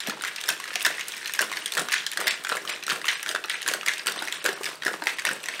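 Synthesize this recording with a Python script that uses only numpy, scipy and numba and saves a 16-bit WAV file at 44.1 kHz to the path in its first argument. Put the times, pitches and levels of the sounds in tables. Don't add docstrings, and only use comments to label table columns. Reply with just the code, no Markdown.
import sys
import numpy as np
from scipy import signal
from scipy.fft import dct
from scipy.io import wavfile
from scipy.ndimage import uniform_filter1d
from numba import njit

SR = 44100
rng = np.random.default_rng(int(sys.argv[2]) if len(sys.argv) > 2 else 0)


def wav_record(signal):
    frames = np.transpose(np.atleast_2d(signal))
    bounded = np.clip(frames, -1, 1)
    quanta = np.round(bounded * 32767).astype(np.int16)
    wavfile.write(sys.argv[1], SR, quanta)


def attenuation_scalar(level_db):
    decades = np.asarray(level_db, float) / 20
    return 10 ** decades


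N = 246959

# [t/s, level/dB, decay/(dB/s), chips re chatter/dB, slosh re chatter/dB]
METAL_STROKES = [(0.088, -37.5, 149, -11, 1.5), (0.495, -28.5, 235, 0, -11), (0.861, -33, 104, 5, -11),
                 (1.236, -51, 80, -1, -30), (1.41, -37, 114, 7, -0.5), (1.789, -31.5, 264, 11.5, 1),
                 (2.196, -28.5, 83.5, 0, -10), (2.51, -28.5, 112, -0.5, -12), (2.908, -27.5, 147, 4, -7),
                 (3.284, -34, 112, 5, -6.5), (3.684, -26, 140, 1, -12.5), (4.079, -36.5, 60, 3, -3),
                 (4.47, -27, 154, 0.5, -9), (4.87, -40.5, 93, 10.5, 3), (5.273, -32.5, 145, 5.5, -2.5)]
# [t/s, level/dB, decay/(dB/s), chips re chatter/dB, slosh re
# chatter/dB]
GLASS_STROKES = [(.002, -26.5, 92, -8, -26), (.249, -31, 50, -5, -18), (.68, -46, 60, -3, -5),
                 (1.02, -46, 50, -11, -33), (1.56, -33.5, 67.7, 2, -14), (1.934, -18, 146, -12, -30.5),
                 (2.284, -21.5, 143, -5.5, -39), (2.696, -24, 138, -3.5, -15.5),
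                 (3.097, -21, 121, -5.5, -26.5), (3.512, -27, 90, -5, -20.5), (3.882, -26, 91.5, -2, -16.5),
                 (4.329, -30.5, 81, -2, -28), (4.662, -28, 130, -0.5, -13), (5.081, -26, 140, -0.5, -18.5),
                 (5.488, -33, 53, -10, -12)]
# [t/s, level/dB]
LOOSE_ROLLING = [
    (0, -48),
    (.4, -36.5),
    (1.1, -32),
    (1.7, -37.5),
    (2.1, -36),
    (2.6, -46),
    (3.6, -75),
    (4.2, -31.5),
    (4.8, -46.5),
    (5.6, -33.5),
]

# [t/s, level/dB, strongest ring f/Hz, crack re blow level/dB]
METAL_LANDINGS = [(0.0964, -18.5, 1320, 7), (0.4886, -11, 1530, 10.5), (0.8492, -8.5, 1790, 3),
                  (0.8636, -10, 1800, 7.5), (0.865, -10, 1400, -20), (1.391, -4.5, 1560, -4),
                  (1.409, -17.5, 1670, 4), (1.7761, -10, 1730, 1.5), (1.783, -11, 1390, -14),
                  (2.173, -10.5, 1634, -0.5), (2.4918, -19.5, 1710, 8), (2.5229, -13, 1350, -13),
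                  (2.8984, -10.5, 3020, -11), (2.9056, -6.5, 4480, -18), (2.916, -14, 1315, -11),
                  (2.92, -12, 1700, -5), (3.662, -15, 1570, -11), (3.6775, -11.5, 1710, 3.5),
                  (3.686, -12, 1590, 4.5), (4.0692, -11, 3080, 3), (4.084, -13, 1536, -6),
                  (4.4523, -12, 1570, -3), (4.8651, -10, 1705, -7), (4.8797, -12, 1470, -5.5),
                  (5.2512, -8, 1854, -2), (5.269, -8, 2650, -15)]
GLASS_LANDINGS = [(0.237, -16, 1410, -7), (.2542, -19.5, 2040, -7), (.64, -19.5, 1870, -4),
                  (1.0095, -14.5, 2830, -4.5), (1.5349, -19, 1880, -8), (1.9263, -15, 2260, 3),
                  (1.9362, -11, 2050, -24), (2.2699, -11.5, 1680, 2.5), (2.2726, -12, 1990, -20),
                  (2.685, -29, 2500, -10), (3.082, -12, 1900, -24), (3.086, -6.5, 3150, -13),
                  (3.0904, -14, 2060, -10), (3.1055, -14.5, 2050, -19), (3.497, -15, 3650, -0.5),
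                  (3.4978, -10.5, 3240, -13), (3.8617, -15.5, 1820, 5.5), (3.876, -12.5, 2110, -10),
                  (3.8826, -4.5, 2085, -7), (3.8918, -12, 1740, -18), (4.2831, -15, 2140, -11),
                  (4.3243, -13, 3400, -3.5), (4.633, -19, 2500, -0.5), (4.6561, -11.5, 4960, -18),
                  (4.6624, -14, 2180, -8), (5.0697, -4.5, 2010, -9.5), (5.078, -16, 1700, -29),
                  (5.4855, -13, 1864, -4)]
REBOUNDS = [
    (0.501, -12, 2630, -15),
    (0.858, -32, 1870, 10),
    (1.419, -32, 4100, 6),
    (3.0153, -22, 1800, -2),
    (3.313, -19, 1650, 2),
    (4.6118, -27, 1120, -4),
]
METAL_STRAYS = [(0.2216, -27, 1880, 14), (0.2816, -18.5, 1820, -6), (0.6, -21, 1100, 0.5),
                (0.678, -24, 1640, 0), (1.2953, -22, 1770, -1.5), (1.3491, -18.5, 2180, -2),
                (1.516, -19.5, 1100, 1.5), (1.6782, -23, 2120, 1), (1.8855, -17.5, 1185, -1),
                (1.9117, -25, 1740, 4), (2.212, -22.5, 1950, 8), (2.469, -17, 1500, -5),
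                (2.552, -21, 1190, 0.5), (2.651, -23, 1200, 0), (2.8797, -16, 1360, -3),
                (3.0429, -19, 1110, -17), (3.2615, -17, 1520, -6), (3.3489, -11, 1550, -6),
                (3.4454, -18.5, 1340, -12), (3.7366, -10.5, 1550, -0.5), (4.2227, -17.5, 1430, 1.5),
                (4.8215, -15, 1880, -11), (4.834, -17.5, 1570, -4), (4.939, -22, 1200, -10),
                (5.1907, -16, 1890, -10), (5.3124, -13.5, 1710, -12)]
GLASS_CLICKS = [(.0034, -15, 3630, -2.5), (0.079, -20, 2430, -14), (0.361, -16.5, 3440, -2.5),
                (0.4126, -22.5, 3180, 3), (0.438, -17, 3800, -3), (0.756, -9, 5700, -4),
                (0.8073, -17, 2630, -3), (0.9943, -17.5, 2160, -6), (1.083, -30.5, 2860, 22.5),
                (1.137, -20, 2460, -11), (1.258, -15, 4100, -12), (1.3366, -16, 2580, 2.5),
                (1.5704, -11, 4460, -19), (1.6593, -11.5, 3260, 0), (1.7207, -15, 3540, -1.5),
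                (1.751, -18.5, 2640, 4), (1.7944, -9.5, 5320, 0), (2.065, -13, 3310, 2),
                (2.116, -18, 3630, 1), (2.8265, -18.5, 2550, -13), (2.8364, -18, 2760, -2.5),
                (3.229, -11.5, 2980, -6), (3.4398, -17.5, 2580, -6), (3.6278, -18.5, 2930, -1.5),
                (3.8108, -19, 2580, -15), (3.994, -13.5, 4770, -33), (5.439, -20, 2580, -4)]
PILE_KNOCKS = [(0.0143, -37, 1980, 0), (0.0738, -25, 1700, -8), (0.0719, -20.5, 4030, 8),
               (0.1058, -18, 1790, -9), (0.21, -23.5, 1510, -10.0), (0.2487, -15, 1940, -3),
               (0.2703, -24, 2100, 1), (0.286, -23, 1650, -9.5), (0.3829, -19, 2630, -19),
               (0.4045, -28, 2470, 2), (0.4915, -13.5, 1800, -3.0), (0.4825, -21, 1800, 5),
               (0.5245, -22, 4830, -8), (0.6557, -25, 1270, -10), (0.7043, -24.5, 1350, -15),
               (0.7393, -24.5, 1800, 1), (0.7967, -24, 2190, 2), (0.8172, -21, 2610, 4),
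               (0.821, -21, 2640, 1), (0.9083, -24, 1800, -12), (0.9818, -20, 1920, -19),
               (1.0014, -22.5, 2190, -6), (1.1202, -19.5, 3360, -4), (1.167, -26, 1800, 3),
               (1.1786, -28, 1980, 4), (1.2281, -23, 1870, -14), (1.274, -23, 3400, 3.5),
               (1.2781, -22, 2580, -3), (0.732, -24, 1750, -1), (1.4164, -17.5, 2870, 16),
               (1.5263, -17.5, 2130, -5), (1.737, -18, 4330, 2), (1.9225, -14.5, 1730, -5),
               (1.9503, -19, 4170, -9), (1.9959, -25, 2570, -18), (2.1248, -19, 3100, -10),
               (2.133, -24.5, 1780, 5), (2.2027, -21, 1560, 4), (2.2063, -19.5, 1800, -4),
               (2.2414, -21, 1920, -11), (2.2786, -6.5, 1976, 0.5), (2.308, -11.5, 3460, -0.5),
               (2.3402, -19, 1740, -5), (2.4479, -15.5, 1520, -3), (2.4975, -15, 1420, -7),
               (2.5689, -17.5, 1690, -1), (2.6758, -17, 2930, -16)]
LATE_KNOCKS = [(2.6934, -15, 3500, -7), (2.7002, -22, 2290, 2.5), (2.7608, -23, 2100, -17),
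               (2.8661, -15.5, 4060, 0.5), (2.8919, -18, 1690, -2.5), (2.9589, -19.5, 1390, -4),
               (3.0538, -19.5, 1320, 0), (3.0597, -23.5, 1930, 2), (3.114, -21, 3750, 4),
               (3.1415, -35, 1800, 4), (3.1547, -18.5, 1890, -1), (3.1632, -36, 1820, -2),
               (3.2708, -19, 1690, -6), (3.281, -21.5, 1730, -1), (3.3598, -15, 1560, -9),
               (3.4837, -26, 1690, -11), (3.5029, -15.5, 1900, -15), (3.5417, -18, 2220, -13),
               (3.5523, -23, 3370, -14), (3.6131, -23, 3060, -10), (3.6178, -22, 1890, 3),
               (3.6679, -23, 1650, -7), (3.831, -21.5, 1340, -7), (3.9161, -20, 1850, -8.0),
               (3.9356, -17.5, 1830, -0.5), (3.9803, -23, 3070, 2.5), (4.0604, -23, 1690, 5),
               (4.0782, -10, 4170, -3), (4.0976, -23, 1540, 5), (4.1207, -18, 3580, 2.5),
               (4.1606, -23, 1120, -1), (4.1776, -20.5, 3390, 2), (4.2744, -19, 1810, -2.5),
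               (4.4608, -8, 1520, -1.5), (4.4896, -13.5, 1750, -4), (4.6424, -20, 2440, 3),
               (4.8605, -18, 1800, -9), (4.9326, -23.5, 1920, -3), (5.021, -19, 1570, -17),
               (5.0573, -26, 2040, 0), (5.0937, -20, 1910, -2), (5.1954, -19, 2150, 2),
               (5.2201, -25, 1580, -3), (5.2632, -15, 1930, -1), (5.2764, -14, 1820, -16),
               (5.2893, -11, 1530, -9), (5.4581, -23, 1910, 3), (5.5521, -28, 2370, -21),
               (5.594, -19, 1850, -20)]
TICKS = [(0.0856, -32, 1950, 16), (0.2765, -28, 2100, 3), (0.8267, -34.5, 1890, 24),
         (0.8534, -4.5, 1810, -21), (0.8594, -21, 1750, 9), (1.3605, -34, 1790, 13),
         (1.4249, -12, 1400, -9), (1.7696, -18, 1590, 0.5), (1.9198, -14.5, 2090, 1.5),
         (1.9399, -14, 1730, 3), (2.438, -29.5, 1250, 11), (2.5178, -15, 1380, -11.5),
         (2.5267, -25, 1560, -8), (2.8986, -15, 1550, -6), (3.0678, -15.5, 2660, -4),
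         (3.0818, -17, 1880, 2.5), (3.2904, -12.5, 3200, -0.5), (3.6923, -19, 1770, -3),
         (3.7137, -22.5, 1660, 3), (3.723, -32, 1920, 18), (4.069, -16.5, 1390, -7),
         (4.4425, -24, 1680, 12), (4.8498, -20.5, 1900, 3.5), (5.0382, -26, 1960, 7),
         (5.1853, -19, 1930, -5)]

# [t/s, level/dB, f/Hz]
THUDS = [(.082, -24.5, 216), (.073, -30, 630), (2.19, -28, 604), (1.419, -28, 585), (4.443, -30, 425),
         (4.938, -31, 800), (.51, -32.5, 660), (2.257, -30, 610), (.4855, -30, 640), (.7568, -30, 720),
         (.864, -22, 630), (.9024, -28, 680), (1.4059, -24.5, 595), (1.7775, -30, 470),
         (1.7924, -25.5, 597), (2.2702, -27.5, 695), (2.5185, -23.5, 470), (2.5497, -29, 540),
         (2.5734, -29.5, 640), (2.9293, -33, 477), (3.3012, -31.5, 587), (3.3447, -27, 606),
         (3.444, -29.5, 890), (3.7125, -25, 540), (3.7462, -24.5, 590), (4.084, -32.5, 463),
         (4.2197, -27.5, 876), (4.4508, -21.5, 527), (4.4686, -25, 544), (4.4877, -19, 387),
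         (4.6074, -29, 390), (4.8602, -22, 342), (4.8837, -26.5, 453), (5.0203, -24, 920),
         (5.0642, -29, 826), (5.2686, -29, 584), (5.326, -34, 500)]
# [t/s, level/dB, f/Hz]
SPECKS = [(0.4184, -35, 5020), (0.4599, -22, 5150), (0.4746, -24, 7360), (0.5032, -14, 7350),
          (1.1304, -29, 5990), (1.3217, -24, 5540), (1.3544, -23, 5100), (2.4844, -23, 7100),
          (2.559, -22, 4360), (3.3024, -26, 8600), (3.3234, -27, 7590), (3.4574, -26, 5780),
          (3.7464, -22, 8260), (4.2413, -24, 8100), (4.252, -23, 5750), (4.5296, -25, 5660),
          (4.755, -27, 4610), (5.304, -25, 5210), (5.3322, -20.5, 7800), (5.4316, -26, 9540)]
# [f/Hz, width/Hz, level/dB]
SHELL_ZONES = [
    (1247, 663, -3.5),
    (1800, 490, -4),
    (2580, 930, -2),
    (3540, 1180, -5),
    (4900, 3000, -7.5),
]
# [f/Hz, width/Hz, level/dB]
CRACK_ZONES = [
    (5430, 5460, -11),
    (8740, 1370, -13.5),
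    (10960, 7000, -14.5),
    (14200, 3300, -31),
]
# [f/Hz, width/Hz, level/dB]
BELLY_ZONES = [
    (197, 108, -9),
    (387, 194, -2),
    (618, 400, 1),
]
# [t/s, rounding step re local level/dB]
STARVED_FRAMES = [(1.62, 11), (2.252, 15), (2.298, 15), (2.345, 12), (2.717, 15), (2.74, 14), (3.158, 15),
                  (3.553, 13), (3.598, 11), (4.18, 13), (4.365, 12), (4.412, 14), (4.551, 13), (5.155, 13)]

METAL_GATHER_DB_S, GLASS_GATHER_DB_S = 810, 450
CHIPS_GATHER, CHIPS_FALL, SLOSH_GATHER, SLOSH_FALL = 0.46, 1, 0.34, 0.61
LOOSE_CHIPS_DB, LOOSE_SLOSH_DB = -3, -17.5
KITCHEN_T60_S, KITCHEN_DB, KITCHEN_TOP_HZ = 0.27, -10.5, 6840
HUM_DB, RUMBLE_DB, HISS_DB = -40, -33.5, -68
PUMP_DB, TOP_HZ = -25, 15780


def band(x, lo_hz, hi_hz, order=2):
    return signal.sosfilt(signal.butter(order, [lo_hz, hi_hz], "band", fs=SR, output="sos"), x)


@njit
def ring(t_s, hz, size, t60_s, rise_s, phase):
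    y = np.zeros(N)
    for k in range(len(t_s)):
        start = max(int(t_s[k] * SR), 0)
        z = size[k] * np.exp(1j * phase[k])
        step = np.exp(2j * np.pi * hz[k] / SR - np.log(1000) / (t60_s[k] * SR))
        gap, close = 1., np.exp(-1 / (rise_s[k] * SR))
        for i in range(start, min(start + int(t60_s[k] * SR), N)):
            z, gap = z * step, gap * close
            y[i] += (1 - gap) * z.imag
    return y


def modes(t_s, hz, db, t60_s, rise_s):
    grid = np.broadcast_arrays(t_s, hz, attenuation_scalar(db), np.maximum(t60_s, .002), np.maximum(rise_s, 1e-5))
    phase = 2 * np.pi * rng.random(grid[0].size)
    return ring(*[1. * g.ravel() for g in grid], phase)


def crunch(t_s, db, zones, t60_s, scatter_db, rise_s=.0001):
    share = rng.standard_normal((len(t_s), len(zones)))
    at = (t_s * SR).astype(int)
    decay = attenuation_scalar(-120 / (t60_s * SR))
    lag = np.exp(-1 / (rise_s * SR))
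    out = 0
    for k, (hz, width_hz, zone_db) in enumerate(zones):
        blow = attenuation_scalar(db + zone_db + scatter_db * share[:, k])
        energy = np.bincount(at, blow ** 2, N)[:N]
        energy = signal.lfilter([1], [1, -decay], energy)
        energy = signal.lfilter([1 - lag], [1, -lag], energy)
        noise = np.sqrt(energy * SR / 2 / width_hz) * rng.standard_normal(N)
        out = out + band(noise, hz - width_hz / 2, hz + width_hz / 2)
    return out


def stir(t_s, lift_db, loose_db, gather, fall):
    at_s, db, fall_db_s = np.transpose(np.concatenate([METAL_STROKES, GLASS_STROKES]))[:3, :, None]
    counts = [len(METAL_STROKES), len(GLASS_STROKES)]
    swell_db_s = np.repeat([METAL_GATHER_DB_S, GLASS_GATHER_DB_S], counts)[:, None]
    slope_db = np.minimum(gather * swell_db_s * (t_s - at_s), fall * fall_db_s * (at_s - t_s))
    strokes_db = db + lift_db[:, None] + slope_db
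    rolling_db = np.interp(t_s, *np.transpose(LOOSE_ROLLING)) + loose_db
    return 10 * np.log10(np.sum(attenuation_scalar(2 * strokes_db), axis=0) + attenuation_scalar(2 * rolling_db))


def background():
    hum = attenuation_scalar(HUM_DB) * band(rng.standard_normal(N), 98, 245)
    no_lift = np.zeros(len(METAL_STROKES) + len(GLASS_STROKES))
    swing_db = stir(np.arange(0, N, 100) / SR, no_lift, 0, 1, 1)
    gusts = attenuation_scalar(.5 * (swing_db + 33)).repeat(100)[:N]
    rumble = attenuation_scalar(RUMBLE_DB) * gusts * band(rng.standard_normal(N), 12, 62)
    hiss = attenuation_scalar(HISS_DB) * rng.standard_normal(N)
    return hum + rumble + hiss


def chatter():
    chips_lift_db, slosh_lift_db = np.transpose(np.concatenate([METAL_STROKES, GLASS_STROKES]))[-2:]
    t_s, size_draw, hz_draw, delay_draw = rng.random((5000, 4)).T
    t_s = t_s * N / SR
    size_db = np.minimum(-3.8 * np.log(size_draw), 9)
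    db = stir(t_s, 0 * slosh_lift_db, 0, 1, 1) + size_db
    chips_db = stir(t_s, chips_lift_db, LOOSE_CHIPS_DB, CHIPS_GATHER, CHIPS_FALL) + 1.06 * size_db
    slosh_db = stir(t_s, slosh_lift_db, LOOSE_SLOSH_DB, SLOSH_GATHER, SLOSH_FALL) + 0.86 * size_db
    pings = modes(t_s, 1450 * 6.1 ** (hz_draw ** 1.9), db - 13.5, 0.02, 0.00022)
    wall = crunch(t_s, db - 14, SHELL_ZONES[1:], 0.015, 5.96)
    deep_wall = crunch(t_s, (db + slosh_db) / 2 - 8.0, SHELL_ZONES[:1], 0.016, 5.1)
    chips = crunch(t_s + .012 * delay_draw, chips_db - 6, CRACK_ZONES, .011, 4.0)
    slap = crunch(t_s, slosh_db - 8.5, BELLY_ZONES, 0.015, 4.5, rise_s=0.00046)
    return pings + wall + deep_wall + chips + slap


def shell_rings(t_s, db, hz):
    spot = 1.111 + 2 * rng.random(len(t_s))
    ratio = np.array([1 + 0 * t_s, 1.142 + 0 * t_s, spot])
    mode_db = db + np.array([[6], [-2], [-4]])
    rings = modes(t_s, hz * ratio, mode_db, 25 / np.maximum(hz, 1750), .0007)
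    linger = crunch(t_s, db - 16.5, SHELL_ZONES[1:2], 0.11, 0.87, rise_s=0.0012)
    deep_db = db - 7 - 30 * np.log10(np.maximum(hz / 1450, 1))
    deep = crunch(t_s, deep_db, SHELL_ZONES[:1], 0.02, 1.95, rise_s=0.00024)
    rest = crunch(t_s, db - 11, SHELL_ZONES[1:], 0.026, 3.2, rise_s=0.00023)
    return rings + linger + deep + rest


def ice_cracks(t_s, db, crack_re_blow_db):
    crack_db = db + crack_re_blow_db
    thin_db = 0.7 * np.maximum(crack_re_blow_db - 3.5, 0)
    main = crunch(t_s, crack_db - 0.5 - thin_db, CRACK_ZONES[:1], 0.034, 1.54)
    narrow = crunch(t_s, crack_db - 7.0, CRACK_ZONES[1:2], 0.025, 1.4)
    top = crunch(t_s, crack_db + 1.5, CRACK_ZONES[2:], .01, 3.)
    glint_hz = 3400 * 3 ** rng.random((len(t_s), 2)).T
    glints = modes(t_s, glint_hz, crack_db - thin_db - 3.5, .012, 0.00043)
    spikes = np.bincount((t_s * SR).astype(int), attenuation_scalar(crack_db + 3.5), N)[:N]
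    return main + narrow + top + glints + band(spikes, 2200, 15000)


def cubes():
    blows = np.concatenate([METAL_LANDINGS, GLASS_LANDINGS, REBOUNDS, METAL_STRAYS, GLASS_CLICKS,
                            PILE_KNOCKS, LATE_KNOCKS, TICKS])
    t_s, db, hz, crack_re_blow_db = np.transpose(blows)
    t_s = np.minimum(t_s, (N - 1) / SR)
    return shell_rings(t_s, db, hz) + ice_cracks(t_s, db, crack_re_blow_db)


def kitchen(x, count=4):
    t_s = np.arange(SR // 2) / SR
    place = np.arange(N) / SR * 2.6 % 1 * count
    out = 0
    for k, noise in enumerate(rng.standard_normal((count, len(t_s)))):
        dull = band(noise, 460, KITCHEN_TOP_HZ, order=1) * attenuation_scalar(-60 * t_s / KITCHEN_T60_S)
        bright = .5 * noise * attenuation_scalar(-60 * t_s / 0.29)
        tail = (dull + bright) * (t_s > .003)
        tail = tail / np.sqrt(np.sum(tail ** 2))
        distance = np.abs((place - k + count / 2) % count - count / 2)
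        here = np.maximum(1 - distance, 0)
        out = out + signal.fftconvolve(x * np.sqrt(here), tail)[:N]
    return out * attenuation_scalar(KITCHEN_DB)


def thuds():
    t_s, db, hz = np.transpose(THUDS)
    boom = modes(t_s, hz, db + 10.5, 0.013 + 7 / hz, 0.99 / hz)
    return boom + crunch(t_s, db - 6.5, BELLY_ZONES[1:], 0.05, 0.64, rise_s=0.0024)


def specks():
    t_s, db, hz = np.transpose(SPECKS)
    return modes(t_s, hz, db + 3, .009, .0003) + crunch(t_s, db + 5, CRACK_ZONES[1:], .009, 2.1)


def scene():
    shaker = chatter() + cubes() + thuds() + specks()
    return (background() + shaker + kitchen(shaker))[None]


def starve(x, size=1536):
    window = np.sin(np.pi * (np.arange(size) + .5) / size)
    hz = np.arange(size) * SR / 2 / size
    coarseness = np.interp(hz, [2500, 5500, 9500, 11000], [.05, 1, 1, 2.2])
    y = x.copy()
    for t_s, step_db in STARVED_FRAMES:
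        middle = int(t_s * SR)
        part = slice(middle - size // 2, middle + size // 2)
        lines = dct(window * x[part], 4, norm="ortho")
        local = uniform_filter1d(np.abs(lines), 200) + 1e-9
        step = attenuation_scalar(step_db) * local * coarseness
        change = step * np.round(lines / step) - .94 * lines
        y[part] += window * dct(change, 4, norm="ortho")
    return y


def low_pass(x):
    return signal.sosfilt(signal.butter(12, 16970, fs=SR, output="sos"), x)


def record(dry):
    rounded = np.tanh(1.384 * dry) / 2.324
    x = signal.sosfilt(signal.butter(3, 130, "high", fs=SR, output="sos"), rounded)
    x = x + attenuation_scalar(PUMP_DB) * band(x ** 2, 18, 64)
    x = signal.sosfilt(signal.ellip(10, .3, 55, TOP_HZ, fs=SR, output="sos"), x)
    mix = starve(x[0])[None]
    return low_pass(mix)


dry = scene()
out = record(dry)
wav_record(out)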